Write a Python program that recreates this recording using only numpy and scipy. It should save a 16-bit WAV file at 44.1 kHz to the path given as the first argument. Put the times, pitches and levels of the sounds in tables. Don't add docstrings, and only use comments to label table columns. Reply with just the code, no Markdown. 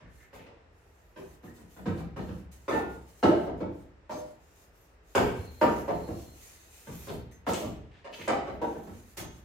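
import sys
import numpy as np
from scipy import signal
from scipy.io import wavfile

SR = 44100
rng = np.random.default_rng(int(sys.argv[2]) if len(sys.argv) > 2 else 0)


def to_wav(s):
    ch = np.atleast_2d(s).T
    pcm = np.round(np.clip(ch, -1, 1) * 32767)
    wavfile.write(sys.argv[1], SR, pcm.astype(np.int16))


N = 416564
TIME = np.arange(N) / SR
EDGES_HZ = 31.25 * 2 ** np.arange(0, 9.1, .5)
# centre f/Hz, filter
BANDS = [(np.sqrt(low * high), signal.butter(2, [low, high], "band", fs=SR, output="sos"))
         for low, high in zip(EDGES_HZ, EDGES_HZ[1:])]


def pipe_hiss(hiss_db=3.5, spots_per_s=11):
    # t/s, length/s, time to take hold/s, level/dB
    pushes = [(.06, 0.17, 0.16, -68), (.325, 0.066, 0.023, -68), (.7, 0.46, 0.083, -77),
              (1.165, 0.18, 0.012, -68), (1.42, 0.08, 0.029, -68), (1.53, 0.083, 0.04, -64.5),
              (1.66, 0.32, 0.054, -68.5), (1.91, 0.1, 0.074, -66), (2.16, 0.23, 0.013, -69),
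              (2.512, 0.036, 0.0065, -60), (2.56, .13, 0.064, -70), (2.68, 0.11, 0.014, -56.5),
              (2.85, 0.18, .05, -67), (3.04, 0.27, 0.043, -66), (3.23, 0.055, .005, -58.5),
              (3.31, .15, 0.036, -67), (3.57, 0.041, 0.0074, -72), (3.7, 0.12, 0.059, -71),
              (4.09, 0.13, 0.021, -63), (4.22, 0.1, .04, -68.5), (4.37, 0.16, 0.041, -73.5),
              (4.49, .15, 0.07, -67.5), (4.71, 0.19, 0.055, -72.5), (5.02, 0.3, 0.18, -62.5),
              (5.15, 0.029, .003, -45.5), (5.31, 0.15, 0.055, -64), (5.47, 0.26, .05, -66.5),
              (5.605, 0.2, 0.0049, -57), (5.82, 0.41, .06, -63.5), (6.06, 0.49, 0.026, -63.5),
              (6.31, 0.26, 0.12, -59), (6.54, 0.41, 0.067, -61.5), (6.82, .33, 0.13, -57.5),
              (7.31, 0.022, .004, -66.5), (7.46, 0.16, 0.042, -49), (8.11, 0.22, .04, -63.5),
              (8.42, 0.16, 0.046, -79), (8.612, 0.17, 0.0067, -63.5), (8.8, 0.34, 0.038, -65),
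              (9.167, 0.029, 0.0076, -44.5), (9.26, 0.12, .05, -68.5)]
    # f/Hz, level/dB
    hiss_colour = [(1500, 4.5), (3000, 7), (4800, 4), (6700, 8.5), (9500, 4), (13500, -2)]
    # f/Hz, width/Hz, level/dB
    rub_notes = [(4260, 110, -21), (6370, 160, -13.5), (6950, 150, -19), (8880, 350, -16),
                 (12150, 160, -15), (12650, 600, -10), (14500, 900, -14)]
    friction = rng.standard_normal((2, N))
    hiss = moving_contact(room_noise(hiss_colour), spots_per_s)
    for hz, width_hz, db in rub_notes:
        swell = from_db(3.5 * wander(spots_per_s))
        hiss = hiss + from_db(db) * swell * rms_one(resonate(friction, hz, width_hz))
    grain = from_db(.5 * wander(110) + .5 * wander(430))
    return from_db(hiss_db) * strokes(pushes, flutter_db=1.7) * rms_one(grain * hiss)


def moving_contact(hiss, spots_per_s, spots=8, ring_s=.006, swing_db=15):
    t = np.arange(SR // 40) / SR
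    rings = rng.standard_normal((spots, 2, len(t))) * np.exp(-t / ring_s)
    rings = rings / np.linalg.norm(rings, axis=2, keepdims=True)
    nearness = from_db([swing_db * wander(spots_per_s) for _ in range(spots)])
    shares = nearness / np.linalg.norm(nearness, axis=0)
    return sum(share * signal.oaconvolve(hiss, ring, axes=1)[:, :N] for share, ring in zip(shares, rings))


def strokes(rows, flutter_db, swell_db=.5, release_db_per_s=199, flutters_per_s=20):
    t, power = np.arange(SR) / SR, np.zeros(N)
    for s, length_s, grip_s, db in rows:
        speed = np.sin(np.pi * np.minimum(t / length_s, 1))
        shape_db = swell_db * (speed - 1) - release_db_per_s * np.maximum(t - length_s, 0)
        grip = np.minimum(t / grip_s, 1)
        add(power, s, (grip * from_db(db + shape_db)) ** 2)
    return np.sqrt(power) * from_db(flutter_db * wander(flutters_per_s))


def timber_knocks(boot_top_hz=800, floor_hz=116.4, joist_hz=380, dulling_db_per_octave=11.5):
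    # f/Hz, width/Hz, level/dB
    wood_notes = [(68, 10, 6), (158, 12, 5), (185, 14, 2), (366, 30, -1), (453, 24, 1), (608, 36, -4),
                  (722, 30, -3), (871, 30, 3), (941, 28, -2), (1150, 40, 0), (1270, 50, -4), (1555, 50, -1),
                  (2253, 40, 2), (2815, 60, -5)]
    # f/Hz, level/dB
    knock_colour = [(40, -17.5), (65, -1.5), (110, -2.5), (170, -5), (260, 0.5), (400, -2), (600, -1.5),
                    (850, -5.5), (1200, -4.5), (2000, -2), (4000, 1), (7000, 4), (14000, -1.5)]
    times, blow_db, contact_s, thud_db, notes_hz, is_pipe = np.transpose(blows())
    force = chatter(len(times))
    swings = np.sqrt(2) * np.cos(2 * np.pi * rng.random((len(times), len(wood_notes))))
    swings = swings * np.maximum(is_pipe[:, None], np.array(wood_notes)[:, 0] < boot_top_hz)
    wood = force + sum(from_db(db) * swings[:, [k]] * resonate(force, hz, width_hz)
                       for k, (hz, width_hz, db) in enumerate(wood_notes))
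    knocks, spots = 0, np.zeros((3, N))
    for hz, band_filter in BANDS:
        band = signal.sosfilt(band_filter, wood)
        floor_share = at_hz([(floor_hz, 1), (joist_hz, 0)], hz)
        dull_db = dulling_db_per_octave * np.log2(np.maximum(hz * contact_s, 1))
        stiff_db = .5 * (1 - floor_share) * np.clip(np.log2(notes_hz / (2 * hz)), 0, 1)
        band_db = blow_db + floor_share * thud_db - dull_db - stiff_db + at_hz(knock_colour, hz)
        gain = from_db(band_db) / np.linalg.norm(band, axis=1)
        knocks = -knocks + gain[:, None] * band
    clack = .8 * is_pipe[:, None] * resonate(knocks, hz=900, width_hz=300)
    for k, (s, note_hz, knock) in enumerate(zip(times, notes_hz, knocks + clack)):
        own_note = from_db(1) * resonate(knock, note_hz, note_hz / 4)
        add(spots[k % len(spots)], s, knock + own_note)
    return spots


def blows(bounce_s=.048, toe_s=.032, boot_contact_s=.00091, boot_thud_db=2):
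    # t/s, level/dB, contact time/s, extra floor thud/dB, wood note f/Hz
    pipe_hits = [(.005, -59, 0.00046, 11.5, 62), (0.329, -50.5, 0.00055, 1, 493),
                 (0.461, -55.5, 0.00048, -21, 530), (1.161, -48.5, 0.00057, 0.5, 385),
                 (2.68, -28.5, 0.00077, -9.5, 380), (2.722, -30, 0.00097, -13, 363),
                 (2.755, -29.5, 0.0016, -37, 895), (2.828, -35.5, 0.0048, -8, 226),
                 (3.228, -17, 0.0011, -13, 353), (3.312, -25, 0.0016, -26, 594),
                 (3.467, -33, 0.0016, -3.5, 433), (3.604, -31.5, 0.0015, -5, 386),
                 (4.094, -37, 0.00093, -9, 810), (5.15, -22, 0.00061, -4.5, 443),
                 (5.359, -56.5, 0.011, 20.5, 77), (5.613, -17.5, 0.0011, -15.5, 1210),
                 (5.879, -28, 0.0012, -7, 580), (6.079, -36.5, 0.0016, 0, 498),
                 (6.876, -50, 0.0016, 1, 1300), (7.093, -38.5, 0.0017, -3.5, 403),
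                 (7.466, -27, 0.00089, -9.5, 595), (7.619, -35.5, 0.0014, 1.5, 430),
                 (8.044, -45, 0.00054, -18, 600), (8.185, -48, 0.00079, 0, 422),
                 (8.276, -24, 0.00074, -17, 780), (8.47, -39, 0.00081, 1, 620),
                 (8.615, -27.5, 0.0014, -23, 820), (8.745, -43, 0.0013, -2, 433),
                 (9.17, -44.5, 0.00033, 6, 323)]
    # t/s, level/dB, board note f/Hz
    footsteps = [(1.432, -48, 263), (1.582, -55, 157), (1.764, -46.5, 178), (1.857, -32, 205),
                 (1.98, -42, 184), (2.162, -36, 202.5), (2.284, -43.5, 174), (6.869, -42, 159),
                 (7.071, -39.5, 110), (8.869, -47, 222)]
    first = [(*hit, True) for hit in pipe_hits]
    first += [(s, db, boot_contact_s, boot_thud_db, hz, False) for s, db, hz in footsteps]
    second = [(s + (bounce_s if is_pipe else toe_s), db - 3.5, contact_s * 2.5, thud_db - 1.5, hz, is_pipe)
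              for s, db, contact_s, thud_db, hz, is_pipe in first]
    return first + second


def chatter(count, fade_s=.0077, slips_per_s=1400, first_blow=1.23):
    t = np.arange(SR // 4) / SR
    chance, size = rng.random((count, 2, len(t))).swapaxes(0, 1)
    force = (chance < slips_per_s / SR) * (2 * size - 1) * np.exp(-t / fade_s)
    force[:, 0] = first_blow
    return force + 1e-9 * size


def pipe_rings(swell_s=.05, focus_db=11, choke_db_per_s=220, waver=.2):
    # f/Hz, level/dB, time to fade by 60 dB/s
    pipe_notes = [(388, -4, .42), (500, -5, .6), (608, 0, .7), (958, -3, .3), (1427, -8.5, 1.1),
                  (1787, 8.5, .36), (1981, -8, .42), (2611, -8, .48), (2826, -10, .38), (5308, -12, .35),
                  (6310, 0, .5), (6395, -3, .35), (6520, -9, .3), (12040, -3, .3)]
    # t/s, level/dB, favoured f/Hz, reach around it/octaves, free ringing time/s
    taps = [(1.16, -25, 380, .4, .1), (2.695, -27, 1660, 1, .27), (4.11, -26.5, 620, .8, .2),
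            (4.095, -42.5, 8400, 1, .1), (7.3, -49.5, 8100, 1, .06), (7.525, -48, 6500, 1, .4),
            (8.045, -39, 630, .4, .08), (8.125, -46, 5800, 1, .4), (8.28, -45, 1500, 1, .2),
            (8.618, -54, 6000, 1, .4), (9.16, -42, 7200, 1, .3)]
    t, track = np.arange(SR) / SR, np.zeros((2, N))
    hz, note_db, fade_s = np.transpose(pipe_notes)
    tones = np.exp(2j * np.pi * hz[:, None] * t) * from_db(-60 * t / fade_s[:, None])
    for s, tap_db, favoured_hz, reach, free_s in taps:
        strength = from_db(tap_db + note_db - focus_db * (np.log2(hz / favoured_hz) / reach) ** 2)
        swell = (1 - np.exp(-t / swell_s)) ** 2
        choke = from_db(-choke_db_per_s * np.maximum(t - free_s, 0))
        phase = rng.random(len(hz))
        for channel in track:
            phase = phase + rng.uniform(.15, .3, len(hz)) * rng.choice([-1, 1], len(hz))
            echoes = signal.resample(rng.standard_normal(40) + 1j * rng.standard_normal(40), SR)
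            ring = (strength * np.exp(2j * np.pi * phase)) @ tones
            add(channel, s, (ring * (1 + waver * echoes)).real * swell * choke)
    return track


def scrapes_and_clicks(slips_per_s=2500, click_s=.00515, click_hz=7000, click_width_hz=4200):
    # t/s, length/s, whole-stroke level/dB, f/Hz, width/Hz
    scrapes = [(.01, 0.1, -54, 1750, 800), (0.175, 0.11, -51.5, 1800, 800),
               (0.335, 0.12, -49.5, 2100, 1800), (1.47, 0.02, -53.5, 1830, 160),
               (1.975, 0.014, -57.5, 3780, 3500), (2.205, 0.015, -55, 3580, 3500),
               (2.28, .02, -59, 3560, 3500), (3.232, .015, -38, 3600, 2500),
               (4.107, 0.038, -45.5, 4600, 4550), (7.082, .024, -43, 2500, 4000),
               (7.312, 0.02, -57, 1970, 400), (7.475, .035, -38, 3600, 5000),
               (7.53, 0.034, -33.5, 2600, 3000), (7.905, 0.11, -52, 1830, 2460),
               (8.126, 0.026, -39, 2500, 2800), (8.194, 0.036, -38, 2300, 1900)]
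    # t/s, level/dB
    catches = [(5.154, -36), (7.533, -33.5), (8.277, -39), (9.172, -43.5)]
    clicks = [(s, click_s, db, click_hz, click_width_hz) for s, db in catches]
    t, track = np.arange(SR // 4) / SR, np.zeros(N)
    for s, length_s, db, hz, width_hz in list(scrapes) + clicks:
        slips = (rng.random(len(t)) < slips_per_s / SR) * rng.standard_normal(len(t))
        swell = np.sqrt(np.maximum(t * (length_s - t), 0))
        broad = resonate(slips * swell + 1e-18, hz, 1.16 * width_hz)
        scrape = resonate(broad, hz, .67 * width_hz)
        add(track, s, from_db(db) * scrape / np.linalg.norm(scrape))
    return track


def pipe_squeal(start_hz=4220, sag_hz_per_s=200, jitter_hz=60, jitters_per_s=390):
    # t/s, length/s, time to take hold/s, level/dB
    squeals = [(5.35, .1, .04, -71), (5.44, .17, .03, -64), (5.84, .24, .04, -66.5), (6.1, .22, .04, -69)]
    pitch_hz = np.full(N, float(start_hz))
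    for s, *_ in squeals:
        pitch_hz = np.where(TIME > s, start_hz - sag_hz_per_s * (TIME - s), pitch_hz)
    pitch_hz = pitch_hz + jitter_hz * wander(jitters_per_s)
    tone = np.exp(2j * np.pi * np.cumsum(pitch_hz) / SR)
    roughness = np.array([1 + wander(jitters_per_s) + 1j * wander(jitters_per_s) for _ in range(2)])
    return strokes(squeals, flutter_db=2.5) * rms_one((tone * roughness).real)


def brick_room(sound, direct_db=18, direct_cut_hz=3500, echo_db=0, build_s=.0011, build_cycles=.1):
    # delay/s, level/dB
    wall_echoes = [(.010, -4), (0.013, -33), (0.029, 4), (.066, -8)]
    # f/Hz, time to fade by 60 dB/s
    fade_times = [(60, 1), (160, 0.7), (400, 0.56), (1100, 0.55), (3000, 0.64), (7000, 0.45),
                  (14000, 0.079)]
    t, early = np.arange(SR) / SR, np.zeros((2, SR))
    early[:, 0] = 1
    for delay_s, db in wall_echoes:
        lag_s = delay_s + rng.uniform(-.002, .002) + rng.uniform(-.0003, .0003, 2)
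        early[[0, 1], (lag_s * SR).astype(int)] = from_db(db + echo_db)
    treble_cut = signal.butter(1, direct_cut_hz, fs=SR, output="sos")
    response = from_db(direct_db) * signal.sosfilt(treble_cut, early + 1e-18)
    for hz, noise in noise_bands(SR):
        build = 1 - np.exp(-t / (build_s + build_cycles / hz))
        decay = from_db(-60 * t / at_hz(fade_times, hz))
        response = response + noise * build * decay
    return signal.oaconvolve(sound[None], response, axes=1)[:, :N]


def still_air():
    # f/Hz, level/dB
    air_colour = [(25, -18), (45, 8), (65, 7.5), (100, -2.5), (220, -13.5), (380, -7), (600, -9.5),
                  (1300, -16), (1900, -16), (3500, -30), (6300, -32), (9000, -55), (15000, -51)]
    return room_noise(air_colour)


def room_noise(colour):
    return rms_one(sum(from_db(at_hz(colour, hz)) * noise for hz, noise in noise_bands(N)))


def noise_bands(size):
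    # f/Hz, likeness (0 to 1)
    likeness = [(50, 0.97), (260, 0.78), (420, 0.88), (620, 0.14), (900, 0.027), (14000, 0)]
    white = rng.standard_normal((2, 2, size))
    for k, (hz, band_filter) in enumerate(BANDS):
        mid, side = signal.sosfilt(band_filter, white[k % 2])
        alike = at_hz(likeness, hz)
        yield hz, np.sqrt((1 + alike) / 2) * mid + np.sqrt((1 - alike) / 2) * side * [[1], [-1]]


def resonate(x, hz, width_hz):
    r = np.exp(-np.pi * width_hz / SR)
    feedback = [1, -2 * r * np.cos(2 * np.pi * hz / SR), r * r]
    return signal.lfilter(np.array([1, 0, -1]) * (1 - r * r) / 2, feedback, x)


def wander(turns_per_s):
    turns = np.arange(0, TIME[-1] + 1, 1 / turns_per_s)
    return np.interp(TIME, turns, rng.standard_normal(N // 40)[:len(turns)])


def from_db(db):
    return 10 ** (np.asarray(db) / 20)


def rms_one(x):
    return x / np.sqrt(np.mean(x ** 2) + 1e-20)


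def at_hz(points, hz):
    freqs, values = np.transpose(points)
    return np.interp(np.log(hz), np.log(freqs), values)


def add(track, s, sound):
    start = max(int(s * SR), 0)
    track[start:start + len(sound)] += sound[:N - start]


def scene(knock_db=-7.5, scrape_db=-8, air_db=-59):
    knocks = from_db(knock_db) * sum(brick_room(spot) for spot in timber_knocks())
    scrapes = brick_room(scrapes_and_clicks(), direct_db=29.5, direct_cut_hz=6000, echo_db=-12)
    pipe = pipe_rings() + pipe_hiss() + pipe_squeal()
    return knocks + from_db(scrape_db) * scrapes + pipe + from_db(air_db) * still_air()


def record(dry, low_cut_hz=42, high_cut_hz=15800):
    thinned = signal.sosfilt(signal.butter(2, low_cut_hz, "high", fs=SR, output="sos"), dry)
    return signal.sosfilt(signal.ellip(10, .1, 80, high_cut_hz, fs=SR, output="sos"), thinned)


dry = scene()
out = record(dry)
to_wav(out)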